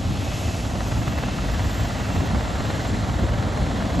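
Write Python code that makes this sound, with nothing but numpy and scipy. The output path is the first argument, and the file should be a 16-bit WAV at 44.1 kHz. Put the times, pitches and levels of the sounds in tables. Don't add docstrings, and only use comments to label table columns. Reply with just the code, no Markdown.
import sys
import numpy as np
from scipy import signal
from scipy.fft import rfft, irfft
from scipy.io import wavfile
from scipy.ndimage import uniform_filter1d

SR = 44100
rng = np.random.default_rng(int(sys.argv[2]) if len(sys.argv) > 2 else 0)


def wrap_up_sound(samples):
    columns = np.atleast_2d(samples).T
    tamed = np.clip(columns, -1, 1)
    steps = np.round(tamed * 32767).astype(np.int16)
    wavfile.write(sys.argv[1], SR, steps)


N = 176400
TIME = np.arange(N) / SR
FREQUENCIES = np.arange(N // 2 + 1) * SR / N


def from_db(db):
    return 10 ** (np.asarray(db) / 20)


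def rms_one(x):
    return x / np.sqrt(np.mean(x ** 2) + 1e-20)


def in_time(rows):
    return np.interp(TIME, *np.transpose(rows))


def gain_at(rows, hz):
    row_hz, db = np.transpose(rows)
    return from_db(np.interp(np.log(hz + 1), np.log(row_hz), db))


def bell(peak_s, width_s):
    return np.exp(-.5 * ((TIME - peak_s) / width_s) ** 2)


def drift(rate_hz):
    white = rfft(rng.standard_normal(N))
    return rms_one(irfft(white / (1 + (FREQUENCIES / rate_hz) ** 2), N))


def evened(noise, window_s=.09):
    power = uniform_filter1d(np.mean(noise ** 2, axis=0), int(window_s * SR))
    return noise / np.sqrt(power + 1e-12)


# frequency in Hz, level of the side part against the middle in dB.
STEREO_WIDTH = [(40, -17), (150, -12.5), (400, -11.5), (700, -11), (1200, -5), (1500, -4), (2000, -11.5),
                (2500, -19), (4000, -30), (7000, -30), (7800, -11), (12000, -11)]

def air_noise(spectrum):
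    mid, side = rfft(rng.standard_normal((2, N))) * gain_at(spectrum, FREQUENCIES)
    mid = irfft(mid, N)
    side = irfft(side * gain_at(STEREO_WIDTH, FREQUENCIES), N)
    return np.array([mid + side, mid - side]) / np.std(mid)


def whistle(hz, level_db, breath, width_hz):
    flutter = drift(width_hz) + 1j * drift(width_hz)
    waver = np.sqrt(1 - breath) + np.sqrt(breath / 2) * flutter
    phase = 2 * np.pi * np.cumsum(hz + np.zeros(N)) / SR
    wave = np.sqrt(2) * from_db(level_db) * waver * np.exp(1j * phase)
    side = wave.imag * drift(5.1) * gain_at(STEREO_WIDTH, np.mean(hz))
    return np.array([wave.real + side, wave.real - side])


# time in seconds, blade passes per second.
BLADE_PASS_RATE = [(0, 18.08), (1, 18.86), (2, 19.865), (3, 20.44), (4, 21.67)]
# time in seconds, level in dB.
CHOP_LOUDNESS = [(0, -43), (.6, -42), (1.05, -37), (2, -37.5), (2.4, -37), (3.1, -38.5), (4, -36.5)]
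# frequency in Hz, relative level in dB.
BLADE_SPECTRUM = [(100, -10), (250, 1), (420, -3), (660, 0), (1000, -4), (1400, -7), (1950, -8),
                  (2500, -16), (4000, -22), (12000, -40)]

def blade_chop(gap_s=.0075, width_s=.0032, jitter_s=.001, scatter_db=1.1):
    blade_count = .05 + np.cumsum(in_time(BLADE_PASS_RATE)) / SR
    pass_times = np.interp(np.arange(1, int(blade_count[-1]) + 1), blade_count, TIME)
    power = np.zeros(N)
    for pass_s in pass_times:
        for offset_s in (-gap_s / 2, gap_s / 2):
            centre_s = pass_s + offset_s + rng.normal(0, jitter_s)
            strength = from_db(rng.normal(0, scatter_db))
            centre = int(centre_s * SR)
            near = slice(max(centre - SR // 20, 0), centre + SR // 20)
            power[near] += strength ** 2 * np.exp(-.5 * ((TIME[near] - centre_s) / width_s) ** 2)
    puffs = rms_one(np.sqrt(power))
    return from_db(in_time(CHOP_LOUDNESS)) * puffs * air_noise(BLADE_SPECTRUM)


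# time in seconds, level in dB.
RUMBLE_LOUDNESS = [(0, -26.5), (.25, -25.5), (.38, -28.5), (.5, -28), (.66, -27), (.85, -25.5), (1.15, -26),
                   (1.36, -28.5), (1.52, -22.5), (1.83, -28), (1.92, -27.5), (2.3, -25), (2.5, -27),
                   (2.8, -27.5), (3.33, -22), (3.52, -26), (3.7, -26.5), (4, -27.5)]
GUST_LOUDNESS = [(0, -32.5), (.6, -32.5), (1.2, -30), (1.45, -32), (2.05, -31), (2.3, -32.5), (2.7, -31),
                 (3.1, -31), (3.26, -32), (4, -26.5)]
# frequency in Hz, relative level in dB.
RUMBLE_SPECTRUM = [(18, -60), (31, -37), (40, -28), (50, 3.5), (60, 0), (80, -2), (110, -0.5), (145, -13.5),
                   (220, -21.5), (1000, -98)]
GUST_SPECTRUM = [(70, -19), (150, 2), (230, 0.5), (290, -1.5), (345, -9), (450, -41), (2500, -84)]

def rotor_rumble():
    rumble = from_db(in_time(RUMBLE_LOUDNESS)) * evened(air_noise(RUMBLE_SPECTRUM))
    gusts = from_db(in_time(GUST_LOUDNESS)) * air_noise(GUST_SPECTRUM)
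    return rumble + gusts


# time in seconds, level in dB.
ROAR_LOUDNESS = [(0, -35), (.7, -34), (1.4, -34.5), (1.9, -33.5), (2.4, -31.5), (3, -32.5), (3.7, -31),
                 (4, -31)]
RASP_LOUDNESS = [(0, -55), (.7, -49), (1.3, -43), (1.8, -41.5), (2.3, -41), (2.8, -41), (3.3, -41.5),
                 (4, -45)]
# frequency in Hz, relative level in dB.
ROAR_SPECTRUM = [(200, -4), (380, -4.5), (640, -0.54), (780, -3), (950, -8), (1300, -11.5), (1900, -19),
                 (2500, -22.5), (4100, -19), (5000, -33.5), (9000, -66)]
RASP_SPECTRUM = [(800, -15), (1150, -3.5), (1500, -2.5), (1950, -1), (2450, -13), (3400, -9.5),
                 (4400, -12.5), (12000, -54)]

def exhaust(rough_db=.5):
    roar = from_db(in_time(ROAR_LOUDNESS)) * air_noise(ROAR_SPECTRUM)
    rasp = from_db(in_time(RASP_LOUDNESS)) * air_noise(RASP_SPECTRUM)
    return from_db(rough_db * drift(100)) * (roar + rasp)


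# time in seconds, level in dB.
HISS_LOUDNESS = [(0, -43), (.35, -39), (.7, -44), (1.2, -42), (1.8, -41), (2.4, -46), (2.8, -42),
                 (3.3, -51.5), (4, -42.5)]
SIZZLE_LOUDNESS = [(0, -46.5), (.2, -44.5), (.38, -41.5), (.58, -42), (.75, -45), (.88, -42.5), (1.15, -46),
                   (1.52, -44.5), (2.15, -44.5), (2.45, -46.5), (2.8, -44.5), (3.3, -48), (4, -46)]
# frequency in Hz, relative level in dB.
HISS_SPECTRUM = [(400, -14), (1500, -1.5), (2300, 3), (2700, 4.5), (3100, 4.5), (4200, -0.5), (4900, -2.5),
                 (7000, -13), (10000, -20)]
SIZZLE_SPECTRUM = [(3000, -33), (4400, -3), (5400, 1.5), (6000, .5), (6450, 3), (6900, 1.5), (7600, 0),
                   (8250, -0.5), (8900, -12.5), (10000, -6), (11200, -11), (12400, -16)]

def turbine_hiss():
    hiss = from_db(in_time(HISS_LOUDNESS)) * air_noise(HISS_SPECTRUM)
    sizzle = from_db(in_time(SIZZLE_LOUDNESS)) * air_noise(SIZZLE_SPECTRUM)
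    return hiss + sizzle


# pitch in Hz, level in dB, time of the swell in seconds,
# size of the swell in dB, width of the breathy noise in Hz.
GEAR_TONES = [(1346, -55, 2.4, 7, 25), (3392, -62, 3.9, 6.5, 8), (4159, -59.5, 2.73, 7, 50),
              (6335, -65, 1.5, 4, 25), (9621, -69, .85, 4.5, 14)]

def gear_whistles():
    out = np.zeros((2, N))
    for hz, db, swell_s, swell_db, width_hz in GEAR_TONES:
        level_db = db + swell_db * bell(swell_s, width_s=.22)
        out += whistle(hz, level_db, breath=.68, width_hz=width_hz)
    return out


# time in seconds, level in dB.
COMPRESSOR_LOUDNESS = [(0, -71.5), (1.3, -61), (1.75, -51), (2.15, -57), (2.9, -52), (3.5, -60), (4, -58)]

def compressor_whistle(hz=7485):
    return whistle(hz, in_time(COMPRESSOR_LOUDNESS), breath=.75, width_hz=26)


# time in seconds, pitch in Hz.
WHINE_CLIMB = [(0, 11570), (1, 11840), (2, 12065), (3, 12170), (4, 12230)]
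# time in seconds, level in dB.
WHINE_LOUDNESS = [(0, -62), (.4, -54.5), (.75, -62), (1, -56.5), (1.35, -62), (1.7, -55), (2.3, -62),
                  (3, -60), (3.4, -66), (4, -64)]
INTAKE_LOUDNESS = [(0, -57), (.3, -46), (.6, -48.5), (.78, -54), (1, -49), (1.3, -47), (1.5, -57),
                   (1.8, -51.5), (2.15, -49.5), (2.5, -57), (4, -70)]

def turbine_whine(intake_ratio=.2236):
    whine_hz = in_time(WHINE_CLIMB)
    intake = whistle(intake_ratio * whine_hz, in_time(INTAKE_LOUDNESS), breath=.9, width_hz=80)
    whine = whistle(whine_hz, in_time(WHINE_LOUDNESS), breath=.8, width_hz=70)
    return intake + whine


# time of the peak in seconds, level in dB, puff level against the thump in dB.
WIND_THUMPS = [(.1, -20.5, -9), (.47, -21.5, -11), (.99, -17.5, -13), (1.66, -20, -16), (1.82, -20, -14),
               (2.169, -22, -5), (2.228, -27, 3.5), (2.355, -20.5, -1.5), (2.94, -24, -6), (3.235, -22, -1),
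               (3.62, -22, -8), (3.99, -22, -6)]
# frequency in Hz, relative level in dB.
THUMP_SPECTRUM = [(20, -50), (42, -10), (62, 2), (100, .5), (160, -15), (1500, -90)]
PUFF_SPECTRUM = [(80, -25), (155, 2), (265, -1), (400, -15), (3000, -80)]

def wind_thumps():
    low = evened(air_noise(THUMP_SPECTRUM))
    puff = evened(air_noise(PUFF_SPECTRUM))
    out = np.zeros((2, N))
    for peak_s, db, puff_db in WIND_THUMPS:
        out += from_db(db) * bell(peak_s, width_s=.021) * (low + from_db(puff_db) * puff)
    return out


# start in seconds, peak level in dB.
HARD_SLAPS = [(.805, -23), (.863, -28), (.918, -28), (1.078, -21.5), (1.184, -26.5), (1.234, -29),
              (1.284, -27.5), (1.594, -28), (2.164, -26), (2.346, -25), (2.408, -27), (2.505, -24.5),
              (2.604, -27), (2.701, -23.5), (3.096, -26), (3.425, -25), (3.574, -24), (3.823, -25.5)]

def blade_slaps(rise_s=.0014):
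    envelope = np.zeros(N)
    for start_s, db in HARD_SLAPS:
        age = np.clip((TIME - start_s) / rise_s, 0, 20)
        envelope += from_db(db) * age * np.exp(1 - age)
    return envelope * air_noise(BLADE_SPECTRUM)


def scene():
    rotor = blade_chop() + blade_slaps() + rotor_rumble() + wind_thumps()
    engines = exhaust() + turbine_hiss() + gear_whistles() + compressor_whistle() + turbine_whine()
    return rotor + engines


# frequency in Hz, left level minus right level in dB.
MIC_BALANCE = [(60, .1), (270, .9), (600, -1.3), (850, -.3), (1120, -2.6), (1600, -.2), (2150, -1.6),
               (2600, 0)]
# frequency in Hz, how far the right wave leads in radians.
MIC_PHASE = [(0, 0), (430, .4), (780, .3), (1350, 1.1), (1800, .4), (2300, 0), (7450, 0), (7700, .9),
             (8900, 3.14), (10000, 4.5), (11000, 6.28), (11500, 6.4), (12400, 8.1)]

def record(dry, cutoff_hz=12350):
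    margin = SR // 10
    padded = np.pad(dry, ((0, 0), (margin, margin)), mode="reflect")
    size = padded.shape[1]
    hz = np.arange(size // 2 + 1) * SR / size
    right_lead = np.interp(hz, *np.transpose(MIC_PHASE))
    left_gain = np.sqrt(gain_at(MIC_BALANCE, hz)) * np.exp(-.5j * right_lead)
    heard = irfft(rfft(padded) * np.array([left_gain, 1 / left_gain]), size)
    treble_cut = signal.ellip(10, .3, 70, cutoff_hz, fs=SR, output="sos")
    return signal.sosfilt(treble_cut, heard)[:, margin:margin + N]


dry = scene()
out = record(dry)
wrap_up_sound(out)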